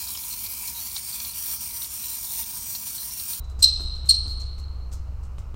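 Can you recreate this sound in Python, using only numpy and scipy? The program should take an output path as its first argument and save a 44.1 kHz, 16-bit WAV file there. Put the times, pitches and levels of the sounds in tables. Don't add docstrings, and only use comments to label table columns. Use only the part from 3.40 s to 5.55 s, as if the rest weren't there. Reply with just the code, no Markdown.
import sys
import numpy as np
from scipy import signal
from scipy.fft import rfft, irfft, next_fast_len
from scipy.io import wavfile

SR = 44100
rng = np.random.default_rng(int(sys.argv[2]) if len(sys.argv) > 2 else 0)


def unload_wav(signal):
    wavfile.write(
        sys.argv[1],
        SR,
        np.round(np.clip(np.atleast_2d(signal).T, -1, 1) * 32767).astype(np.int16),
    )


N = 94815
LEAD_S = 0.8
LEAD = next_fast_len(N + int(LEAD_S * SR), True) - N
T = (np.arange(N + LEAD) - LEAD) / SR
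EVENT_S = 0.25
AGE = np.arange(int(EVENT_S * SR)) / SR


def undb(db):
    return 10 ** (np.asarray(db) / 20)


def unit(x):
    return x / np.sqrt(np.mean(x ** 2))


def unit_energy(x):
    return x / np.sqrt(np.sum(x ** 2))


def freqs(x):
    return np.maximum(np.fft.rfftfreq(len(x), 1 / SR), 1)


def along(points, hz):
    f, v = np.array(points, float).T
    return np.interp(np.log(hz), np.log(f), v)


def noise(t, gain):
    spectrum = rfft(rng.standard_normal(len(t)))
    return unit(irfft(spectrum * gain, len(t)))


def wander(t, hz):
    return noise(t, 1 / (1 + (freqs(t) / hz) ** 4))


def envelope(length, attack, release):
    rise = np.clip(AGE / attack, 0, 1)
    return rise * np.exp(-np.maximum(AGE - length, 0) / release)


def add(track, start, sound):
    part = track[max(LEAD + int(start * SR), 0):][:len(sound)]
    part += sound[:len(part)]


def squeaks():
    # start_s, length_s, pitch_hz, sag_hz_per_s, level_db, octave_db, third_harmonic_db, rasp_db
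    slips = [(-0.59, .025, 4130, 8000, -16.5, -3, -5, -19),
             (.2220, 0.018, 4260, 21000, -12.5, -3, -18.5, -11),
             (.2375, .014, 4290, 15000, -8, -17, -29.5, -10.5),
             (.6880, 0.02, 4390, 14000, -11.5, -5.5, -26, -17.5),
             (.7040, .012, 4380, 9900, -11.5, -17.5, -27.5, -12)]
    # frequency_hz, relative_level_db
    rasp_colour = [(1500, -41.5), (2200, -28), (2950, -6), (3350, -15.5), (4100, -3), (5000, 4.5),
                   (5900, 1.5), (6450, -9.5), (7100, -4), (8500, -6.5), (9500, -10.5), (10700, -24.5),
                   (12500, -15), (15500, -36.5)]
    attack_s, release_s = 0.0061, 0.0069
    jitter, jitter_hz = 0.022, 600
    flutter_db, flutter_hz = 2.5, 349
    out = np.zeros(len(T))
    rasp_gain = undb(along(rasp_colour, freqs(AGE)))
    for start, length, hz, sag, db, octave_db, third_db, rasp_db in slips:
        falling = hz - sag * np.minimum(AGE, length)
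        pitch = falling * (1 + jitter * wander(AGE, jitter_hz))
        phase = 2 * np.pi * np.cumsum(pitch) / SR
        octave = undb(octave_db) * np.sin(2 * phase)
        third = undb(third_db) * np.sin(3 * phase)
        tone = np.sin(phase) + octave + third
        grip = undb(flutter_db * np.tanh(wander(AGE, flutter_hz)))
        rasp = undb(rasp_db) * noise(AGE, rasp_gain)
        slip = np.sqrt(2) * tone * grip + rasp
        add(out, start, undb(db) * slip * envelope(length - release_s, attack_s, release_s))
    return out


def scuffs():
    # start_s, length_s, level_db, treble_db_per_octave
    brushes = [(0.037, 0.014, -62, -19), (0.093, 0.013, -58, -2), (.188, 0.084, -46.5, -7),
               (0.398, 0.033, -54, 3), (0.545, 0.021, -60, -4), (0.653, .04, -51, -1),
               (0.869, 0.052, -54.5, 2), (0.995, 0.02, -48.5, -10), (1.178, 0.023, -56, -2),
               (1.513, .02, -51.5, -13), (1.523, 0.014, -48, 1.5), (1.828, .025, -59.5, -9),
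               (1.982, 0.019, -58.5, -2)]
    # frequency_hz, relative_level_db
    scuff_colour = [(800, -7.5), (1900, -14.5), (2900, -13), (3500, -9.5), (5200, -1.5), (8000, 0),
                    (9700, -6), (10800, -13), (12800, -7.5), (15500, -17)]
    middle_hz = 7000
    attack_s, release_s = 0.006, 0.016
    grit_db, grit_hz = 5, 450
    out = np.zeros(len(T))
    colour_db = along(scuff_colour, freqs(AGE))
    octaves_up = np.log2(np.maximum(freqs(AGE) / middle_hz, 1))
    for start, length, db, treble_db in brushes:
        grit = unit(undb(grit_db * np.tanh(wander(AGE, grit_hz))))
        rub = grit * noise(AGE, undb(colour_db + treble_db * octaves_up))
        add(out, start, undb(db) * rub * envelope(length, attack_s, release_s))
    return out


def steps():
    # start_s, thud_db, knock_db, tick_db
    contacts = [(0.191, -27.5, -45.5, -56), (0.394, -54.5, -34.5, -69), (.405, -50.5, -36.5, -54.5),
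                (.648, -41, -56, -53), (0.858, -33, -43, -56), (0.871, -42, -36.5, -62),
                (1.181, -43, -67, -52.5), (1.4, -34, -49, -67), (1.519, -40, -50, -66),
                (1.982, -30, -47.5, -48), (2.142, -43.5, -36.5, -53.5)]
    # frequency_hz, relative_level_db
    knock_colour = [(80, -6), (180, -0.5), (350, -3.5), (520, -12.5), (750, -15), (1200, -19.5),
                    (2500, -39.5), (6000, -58)]
    # frequency_hz, relative_level_db
    tick_colour = [(300, -5.5), (1100, 6.5), (1800, -6), (2800, 1.5), (4500, -8), (9000, -11.5),
                   (15000, -30)]
    thud_hz, thud_decay_s = 85.75, 0.041
    knock_rise_s, knock_decay_s, tick_decay_s = 0.001, 0.0037, 0.0037
    out = np.zeros(len(T))
    boards = undb(along(knock_colour, freqs(AGE)))
    sole = undb(along(tick_colour, freqs(AGE)))
    thud = np.sin(2 * np.pi * thud_hz * AGE) * np.exp(-AGE / thud_decay_s)
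    knock_shape = envelope(2 * knock_rise_s, knock_rise_s, knock_decay_s)
    tick_shape = envelope(tick_decay_s, tick_decay_s / 10, tick_decay_s)
    for start, thud_db, knock_db, tick_db in contacts:
        knock = noise(AGE, boards) * knock_shape
        tick = noise(AGE, sole) * tick_shape
        add(out, start, undb(thud_db) * thud + undb(knock_db) * knock + undb(tick_db) * tick)
    return out


def hall(x):
    # delay_s, gain_db
    echoes = [(.015, -9), (0.037, -11.5), (.052, -14)]
    # frequency_hz, t60_s
    hall_t60 = [(100, 1.1), (1000, 1.6), (3000, 1.9), (4100, 1.256), (5800, 0.89), (8400, 0.88),
                (12500, 0.36), (16000, 0.23)]
    echo_smear_s, early_db, early_s = 0.003, -10, 0.04
    tail_db, build_s = -11.5, 0.015
    treble_hz, treble_db = 4300, -9
    t, f = T - T[0], freqs(T)

    chance = rfft(rng.standard_normal(len(T)))
    centres = np.r_[100, 500, 1500, np.geomspace(3000, 16000, 10)]
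    tail = 0
    for hz, share in zip(centres, np.eye(len(centres))):
        band = irfft(chance * np.interp(f, centres, share), len(T))
        tail = tail + band * np.exp(-np.log(1000) * t / along(hall_t60, hz))
    tail = tail * (1 - np.exp(-t / build_s))

    wash = rng.standard_normal(len(AGE)) * (1 - np.exp(-AGE / build_s))
    early = undb(early_db) * unit_energy(wash * np.exp(-AGE / early_s))
    for delay, db in echoes:
        smear = (AGE > delay) * np.exp(-np.abs(AGE - delay) / echo_smear_s)
        wall = rfft(rng.standard_normal(len(AGE)) * smear)
        size = np.abs(wall)
        flat = wall / (size + size.mean() / 10)
        early = early + undb(db) * irfft(flat, len(AGE))

    response = undb(tail_db) * unit_energy(tail) + np.pad(early, (0, len(T) - len(AGE)))
    dull = undb(treble_db * np.log2(np.maximum(f / treble_hz, 1)))
    response = irfft(rfft(response) * dull, len(T))[:N]
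    return x + signal.fftconvolve(x, response)[:len(T)]


def ventilation():
    # frequency_hz, level_db
    hum_tones = [(65.3, -32), (88, -44.5)]
    # time_s, gain_db
    hum_level = [(0, -1.5), (1.55, 0), (2.15, -7.5)]
    # frequency_hz, relative_level_db
    duct_colour = [(20, -3), (34, 4.5), (48, -3), (75, -9.5), (105, -11.5), (135, -17), (190, -26),
                   (290, -33.5), (600, -33), (1200, -30.5), (1400, -35), (1820, -63)]
    # frequency_hz, relative_level_db
    hiss_colour = [(300, 0), (700, -6), (1300, 1), (1650, -10.5), (2000, -11.5), (2900, -10.5),
                   (3450, -22.5), (4200, -15), (5500, -16.5), (8000, -20.5), (10500, -26), (15500, -25.5)]
    rumble_db, hiss_db = -35, -58.5
    waver, waver_db, waver_hz = 0.025, 0.45, 3.7
    hum, f = 0, freqs(T)
    for hz, db in hum_tones:
        pitch = hz * (1 + waver * wander(T, waver_hz))
        phase = 2 * np.pi * np.cumsum(pitch) / SR
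        level = undb(db + waver_db * wander(T, waver_hz))
        hum = hum + np.sqrt(2) * np.sin(phase) * level
    hum = hum * undb(np.interp(T, *np.array(hum_level).T))
    treble_loss = 1 / (1 + (f / 900) ** 2)
    rumble = noise(T, undb(along(duct_colour, f)) * treble_loss)
    hiss = noise(T, undb(along(hiss_colour, f)))
    return hum + undb(rumble_db) * rumble + undb(hiss_db) * hiss


def scene():
    footwork = squeaks() + scuffs() + steps()
    return (hall(footwork) + ventilation())[None, LEAD:]


def record(dry):
    top_hz, ripple_db, rejection_db = 15800, 0.2, 80
    low_pass = signal.ellip(10, ripple_db, rejection_db, top_hz, fs=SR, output="sos")
    return signal.sosfilt(low_pass, dry)


dry = scene()
out = record(dry)
unload_wav(out)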